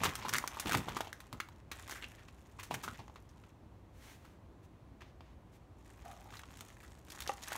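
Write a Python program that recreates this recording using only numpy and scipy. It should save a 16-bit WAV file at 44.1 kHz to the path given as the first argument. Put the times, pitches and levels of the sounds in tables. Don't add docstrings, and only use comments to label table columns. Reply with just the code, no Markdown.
import sys
import numpy as np
from scipy import signal
from scipy.io import wavfile
from scipy.ndimage import uniform_filter1d

SR = 44100
rng = np.random.default_rng(int(sys.argv[2]) if len(sys.argv) > 2 else 0)


def master(y):
    cut = np.clip(np.atleast_2d(y).T, -1, 1)
    pcm = np.round(cut * 32767)
    wavfile.write(sys.argv[1], SR, pcm.astype(np.int16))


N = 333837
EDGE_HZ = 15800

# frequency in Hz, relative level per Hz in dB.
AIR_COLOUR = [(15, -32), (32, -10), (62, 2.5), (90, -2), (193, -10.5), (313, -11), (457, -18), (537, -18),
              (1050, -21.5), (1380, -28.5), (4260, -40.5), (4870, -44), (6050, -43.5), (10400, -50),
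              (12800, -50.5), (15500, -53)]
# frequency in Hz, width in Hz, level in dB.
APPLIANCE_HUM = (100.9, 6.7, -68)
# start in seconds, time held in seconds,
# level in dB of the noisy part of the push.
BOARD_THUDS = [(0.0, 0.087, -44), (0.168, 0.17, -54), (0.302, 0.085, -50), (0.646, 0.093, -43),
               (0.746, 0.007, -34), (.785, 0.005, -41.5), (0.858, 0.098, -51), (1.322, 0.0061, -45),
               (2.697, 0.06, -50), (2.829, 0.1, -55.5), (2.982, 0.03, -59)]
# frequency in Hz, relative level in dB, time to fade by 60 dB in seconds.
BOARD_MODES = [(550, -4, .04), (805, 0, .055), (1170, -4, .04), (1945, -11, .03), (2735, -8, .016)]
# start in seconds, level in dB of a 0 dB board mode.
BOARD_TAPS = [(7.2933, -25.5)]
# frequency in Hz, relative level per Hz in dB.
LEAF_COLOUR = [(240, -7.5), (459, -1.5), (1220, 11), (1690, 2.5), (1930, 1), (2430, -4), (3570, -8),
               (4920, -15), (6280, -13.5), (10400, -20), (13500, -21.5), (15500, -21.5)]
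# middle in seconds, length in seconds,
# level of the middle band in dB, treble in dB relative to that.
LEAF_SWEEPS = [(3.993, 0.11, -73.5, 1.5), (4.092, 0.14, -61, -1.5), (4.258, 0.2, -72, -3),
               (4.646, 0.036, -77.5, 3.5), (5.063, 0.11, -68.5, -18), (5.277, 0.14, -72, -14),
               (5.55, 0.057, -73, 1.5)]
# start in seconds, level in dB, tone in Hz.
LEAF_RUBS = [(6.047, -48.5, 720), (6.118, -58.5, 696), (6.205, -61.5, 737), (6.255, -57.5, 770)]
# hollow part in dB and treble in dB, both relative
# to the middle band, then that band's level curve as pairs of time in seconds and level in dB.
HANDLING_SPELLS = [ (2.2, -7.5, [(0.0, -43), (0.3, -57), (0.88, -50), (0.98, -52.5), (1.13, -68),
                   (1.6, -72)]), (0.78, -0.5, [(1.7, -80), (1.76, -60), (1.95, -60), (2.2, -70.5),
                   (2.37, -75), (2.61, -71), (2.82, -58), (3.12, -79), (3.5, -77)]), (2.7, 1.5, [(5.8, -79),
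                   (5.87, -71), (6.17, -68.5), (6.47, -66), (6.7, -63), (6.76, -78), (6.89, -67),
                   (7.0, -74.5)]), (3.7, 3, [(7.08, -65.5), (7.15, -66), (7.28, -53.5), (7.35, -71),
                   (7.57, -45.5)]), ]
# start in seconds, strength in dB, leaf ring in dB and treble in dB
# over the strength (all before the fixed trims in snaps), ring in Hz, time to fade by 60 dB in seconds.
RIB_SNAPS = [(0.0339, -17, -7, -14, 1160, 0.076), (0.0423, -21.5, -7, -8, 1140, 0.059),
             (0.0508, -17, -4, -18.5, 1080, 0.11), (0.0582, -24.5, -1.5, -29, 1090, 0.068),
             (0.092, -30, -7, -11, 1070, 0.037), (0.153, -29, -25, -2, 1050, 0.037),
             (0.2202, -32, -3, -27, 990, 0.14), (0.246, -32, 4.5, -19, 1050, 0.13),
             (0.2837, -31.5, -5, -4, 1220, 0.026), (0.2909, -26, -18, -7, 1060, 0.057),
             (0.3273, -23, -10, -15, 1170, 0.069), (0.3367, -21.5, -22, -4.5, 1860, 0.025),
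             (0.345, -21, -13, -13, 1700, 0.031), (0.353, -18, -16, -35, 1160, 0.039),
             (0.362, -28.5, -7, -4, 1940, 0.067), (0.383, -20, -16, -4, 2240, 0.015),
             (0.4395, -38.5, 7, -11, 1085, 0.049), (0.476, -38.5, 1.5, 10.5, 2520, 0.021),
             (0.5694, -37, 3, -13, 1070, 0.066), (0.597, -30.5, -9.5, 2.5, 1120, 0.051),
             (0.6582, -24.5, -10, -16.5, 1230, 0.034), (0.668, -25, -8, -12.5, 920, 0.11),
             (0.6938, -22.5, -11.5, -12, 706, 0.039), (0.711, -29, -3, -13, 1510, 0.049),
             (0.72, -23, -9, -15, 1260, 0.059), (0.7279, -19.5, -17, -17, 1000, 0.084),
             (0.732, -29.5, -6, -7, 1020, 0.036), (0.7432, -25, -2, -14, 1400, 0.032),
             (0.748, -12.5, -13, -15.5, 910, 0.027), (0.7699, -33, -26, -3, 810, 0.093),
             (0.884, -27, -6.5, -15.5, 1240, 0.032), (0.9657, -30, 4, -11.5, 1160, 0.079),
             (1.0058, -20, -9.5, -16, 980, 0.043), (1.0453, -34.5, -12, -15, 727, 0.061),
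             (1.0697, -37, -3, -23, 740, 0.081), (1.1288, -38.5, -0.5, 0, 1830, 0.022),
             (1.2025, -39.5, -10, -10.5, 1003, 0.055), (1.3275, -32.5, -8, -11, 1120, 0.031),
             (1.3434, -55, 8, -28, 970, 0.047), (1.401, -22, -12.5, -19, 1090, 0.045),
             (1.487, -43, -7, -11.5, 940, 0.028), (1.7145, -26.5, -10, -14.5, 1290, 0.074),
             (1.8803, -40.5, -2, -13, 1190, 0.095), (1.8952, -35, -7, -9, 875, 0.057),
             (1.9089, -34, -22, -5.5, 1870, 0.083), (1.9233, -37, 0.5, -12, 1690, 0.022),
             (1.9469, -41, -2, -9.5, 1810, 0.18), (2.024, -41.5, -3.5, -19, 2010, 0.039),
             (2.0354, -36.5, -10, -30, 2220, 0.035), (2.041, -43, 2, -24, 2370, 0.049),
             (2.118, -54, 1, -30, 2200, 0.023), (2.18, -49.5, -3, -21, 1810, 0.16),
             (2.284, -41, -11, -22, 1170, 0.048), (2.587, -38, -2, -18, 1070, 0.096),
             (2.596, -39, -7, -7.5, 2500, 0.081), (2.63, -39.5, -7, -4.5, 1140, 0.097),
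             (2.7064, -26.5, -1, -19, 970, 0.113), (2.7402, -23, -14, -11.5, 930, 0.053),
             (2.833, -33, -1, -7.5, 1160, 0.12), (2.8773, -36, 4, -17, 1140, 0.068),
             (2.942, -39, -19, -23, 947, 0.097), (2.987, -38.5, -2, -25, 850, 0.14),
             (3.08, -41.5, -8, -26, 880, 0.025), (3.097, -51.5, 1.5, -23, 890, 0.046),
             (3.157, -41.5, -1.5, -22, 1070, 0.08), (3.29, -63, -1, -19, 5330, 0.055),
             (3.4366, -49.5, -21, -26, 1050, 0.046), (4.247, -47.5, -5, -13, 1290, 0.082),
             (5.006, -44.5, -13, -22, 1930, 0.088), (5.017, -43, -2.5, -24, 980, 0.09),
             (5.2063, -44.5, -0.5, -26, 950, 0.051), (6.113, -38.5, -19, -12, 692, 0.031),
             (6.3053, -35.5, -30, -29, 1310, 0.022), (6.3242, -43, -5, -23, 1120, 0.032),
             (6.337, -37.5, -9, -15, 1630, 0.045), (6.354, -38.5, -15, -13, 1490, 0.045),
             (6.367, -51, 0, -10, 4360, 0.058), (6.3928, -35, -10.5, -12.5, 1090, 0.032),
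             (6.4345, -38, -9.5, -30, 1130, 0.023), (6.572, -53.5, -4, 3.5, 1060, 0.026),
             (6.6078, -40.5, -36, -1, 1070, 0.025), (6.768, -49, -5, -13, 1950, 0.022),
             (6.8027, -47.5, -8, -12, 2000, 0.042), (6.8284, -47.5, -1, -8, 1570, 0.13),
             (7.101, -52, -2.5, 3.5, 4170, 0.051), (7.12, -50, -11, 5.5, 4200, 0.036),
             (7.2042, -46.5, -7, 10, 3640, 0.034), (7.22, -43, -2.5, -4, 4140, 0.052),
             (7.268, -53, 7, -25, 710, 0.09), (7.2755, -43.5, 5, -10, 3670, 0.046),
             (7.336, -49.5, -22, 5, 832, 0.019), (7.4349, -50.5, 2, 4, 4800, 0.041),
             (7.4795, -44, -4.5, -15, 1830, 0.037), (7.5185, -27.5, -10, -16, 710, 0.048),
             (7.5288, -40.5, -14, 5, 3950, 0.025), (7.5541, -35.5, -1, -9, 960, 0.046)]


def amp(db):
    return 10 ** (np.asarray(db) / 20)


def evened(x):
    return x / np.sqrt(np.mean(x ** 2) + 1e-20)


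def add(mix, start_s, sound):
    part = mix[round(start_s * SR):][:len(sound)]
    part += sound[:len(part)]


def band(x, lo_hz, hi_hz):
    sos = signal.butter(2, [lo_hz, hi_hz], "bandpass", fs=SR, output="sos")
    return signal.sosfilt(sos, x)


def colour(points):
    point_hz, point_db = np.transpose(points)
    hz = abs(np.fft.fftfreq(8192, 1 / SR))
    db = np.interp(np.log(hz + 1), np.log(point_hz), point_db)
    log_gain = np.log(amp(np.maximum(db, -100)))
    spectrum = np.exp(np.conj(signal.hilbert(log_gain)))
    response = np.fft.ifft(spectrum).real[:4096]
    return response / np.linalg.norm(response)


def resonate(x, hz, width_hz):
    turn = np.exp(2j * np.pi * np.cumsum(hz * np.ones(len(x))) / SR)
    keep = np.exp(-np.pi * width_hz / SR)
    smooth = signal.lfilter([1 - keep], [1, -keep], x / turn)
    return 2 * (turn * smooth).real


def leaf_parts(drive):
    x = signal.oaconvolve(drive, colour(LEAF_COLOUR))[:N]
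    return band(x, 434, 1480), band(x, 1924, 7070), band(x, 4410, EDGE_HZ)


def air():
    noise = signal.oaconvolve(rng.standard_normal(N + 4096), colour(AIR_COLOUR))[4096:][:N]
    hz, width_hz, hum_db = APPLIANCE_HUM
    hum = resonate(resonate(rng.standard_normal(N), hz, width_hz), hz, width_hz)
    return amp(-57) * evened(noise) + amp(hum_db) * evened(hum)


def kitchen(x):
    echoes = np.zeros(SR // 2)
    slots = np.arange(100, len(echoes) - 20, 20)
    echoes[slots + rng.integers(0, 20, len(slots))] = rng.choice([-1., 1.], len(slots))
    t = np.arange(len(echoes)) / SR
    dull = band(echoes, 230, 2597)
    dull_t60, rest_t60 = 0.31, 0.25
    tail = dull * amp(-60 * t / dull_t60) + (echoes - dull) * amp(-60 * t / rest_t60)
    return signal.oaconvolve(x, tail / np.linalg.norm(tail))[:N]


def thuds():
    press_s, lift_db_per_s = 0.0099, 350.5
    out = np.zeros(N)
    t = np.arange(SR // 2) / SR
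    for start_s, held_s, db in BOARD_THUDS:
        shove = rng.standard_normal(len(t))
        push = evened(band(shove, 37, 328) + 1.1 * resonate(shove, 121, 91))
        push += 0.75 * np.sin(2 * np.pi * 112 * t) * np.exp(-(t / 0.11) ** 2)
        lift = lift_db_per_s * np.maximum(t - press_s - held_s, 0)
        weight = np.minimum(t / press_s, 1) * amp(db - lift)
        add(out, start_s, weight * push)
    return out


def taps():
    t, out = np.arange(4000) / SR, np.zeros(N)
    ring = np.zeros(len(t))
    for hz, db, t60 in BOARD_MODES:
        ring += amp(db - 60 * t / t60) * np.sin(2 * np.pi * hz * t)
    onset = np.minimum(t / 0.00091, 1)
    for start_s, db in BOARD_TAPS:
        add(out, start_s, -amp(db) * ring * onset)
    return out


def sweeps():
    hollow, middle, treble = map(evened, leaf_parts(rng.standard_normal(N)))
    t, out = np.arange(N) / SR, np.zeros(N)
    for middle_s, length_s, db, treble_db in LEAF_SWEEPS:
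        swell = amp(db) * np.exp(-abs(2 * (t - middle_s) / length_s) ** 3)
        out += swell * (middle + amp(-1.0) * hollow + amp(treble_db) * treble)
    return out


def rub():
    catch_s, ease_db_per_s = 0.0018, 138
    t, out = np.arange(SR // 2) / SR, np.zeros(N)
    for start_s, db, hz in LEAF_RUBS:
        slips = rng.standard_normal(len(t)) * (rng.random(len(t)) < 2500 / SR)
        tone = resonate(slips, hz, 58)
        tone += amp(1) * resonate(slips, 1.07 * hz, 45)
        tone += amp(-13) * resonate(slips, 1.56 * hz, 110)
        level = np.minimum(t / catch_s, 1) * amp(db - ease_db_per_s * t)
        add(out, start_s, level * evened(tone))
    return out


def rustle():
    t, short_t = np.arange(N) / SR, np.arange(400) / SR
    wander = uniform_filter1d(uniform_filter1d(rng.standard_normal(N), 700), 700)
    clumps = amp(2.16 * evened(wander))
    size = amp(5 * np.minimum(rng.exponential(1, N), 2.7)) * (rng.random(N) < 700 / SR)
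    pitches_hz = np.geomspace(500, 13000, 24)
    kind, cracks = rng.integers(0, len(pitches_hz), N), np.zeros(N)
    for k, hz in enumerate(pitches_hz):
        puff = rng.standard_normal(len(short_t)) * np.exp(-short_t / 0.0008)
        burst = resonate(puff, hz, 0.6 * hz)
        cracks += signal.oaconvolve(size * (kind == k), np.sqrt(hz) * evened(burst))[:N]
    brushing = 0.35 * rng.standard_normal(N)
    hollow, middle, treble = map(evened, leaf_parts((evened(cracks) + brushing) * clumps))
    out = np.zeros(N)
    for hollow_db, treble_db, curve in HANDLING_SPELLS:
        s, db = np.transpose(curve)
        settle_db = 720 * np.maximum(t - s[-1], 0) + 270 * np.maximum(s[0] - t, 0)
        level = amp(np.interp(t, s, db) - settle_db)
        out += level * (middle + amp(hollow_db) * hollow + amp(treble_db) * treble)
    return out


def snaps():
    middle, treble, hollow = np.zeros((3, N))
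    t = np.arange(4000) / SR
    for start_s, db, ring_db, treble_db, hz, t60 in RIB_SNAPS:
        rise_s = 0.306 * t60 ** 2
        fade = amp(db - 60 * t / np.clip(t60, .004, .3)) * np.minimum(t / rise_s, 1)
        tick = 1 + 0.58 * np.exp(-t / 0.00017)
        slips = np.repeat(rng.standard_normal(len(t) // 40), 40)
        jerks = amp(3.4 * slips - 1)
        fray = 0.71 * fade * tick * jerks * rng.standard_normal(len(t))
        own = resonate(fray, rng.uniform(1740, 6600), 1400)
        add(middle, start_s, 0.85 * fray + 0.14 * own)
        thin = amp(treble_db + 13 - 50 * np.minimum(t, .012))
        add(treble, start_s, thin * fray)
        push = amp(db + 6.0 - 69.5 * t60) * np.exp(-((t - .0003 - rise_s) / 0.00018) ** 2)
        blow = fray - push
        waver_hz = hz * (1 + 0.2 * uniform_filter1d(slips, 200))
        ring = resonate(resonate(blow, waver_hz, 0.31 * hz), hz, 1.87 * hz)
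        add(hollow, start_s, amp(ring_db + 10.5) * ring)
        add(hollow, start_s, amp(ring_db - 4) * band(blow, 216, 590))
    return leaf_parts(middle)[1] + amp(2.5) * leaf_parts(treble)[2] + hollow


def scene():
    near = snaps() + taps() + rustle() + rub() + sweeps()
    turn = 2 * np.pi * 1.7 * np.arange(N) / SR
    echoes = kitchen(near * np.cos(turn)) + kitchen(near * np.sin(turn))
    return (near + amp(-11) * echoes + thuds() + air())[None]


def record(dry):
    bass_cut = signal.butter(2, 38, "highpass", fs=SR, output="sos")
    dry = signal.sosfilt(bass_cut, dry)
    treble_cut = signal.firwin(511, EDGE_HZ, window=("kaiser", 9), fs=SR)
    return signal.oaconvolve(dry, treble_cut[None], "same")


dry = scene()
out = record(dry)
master(out)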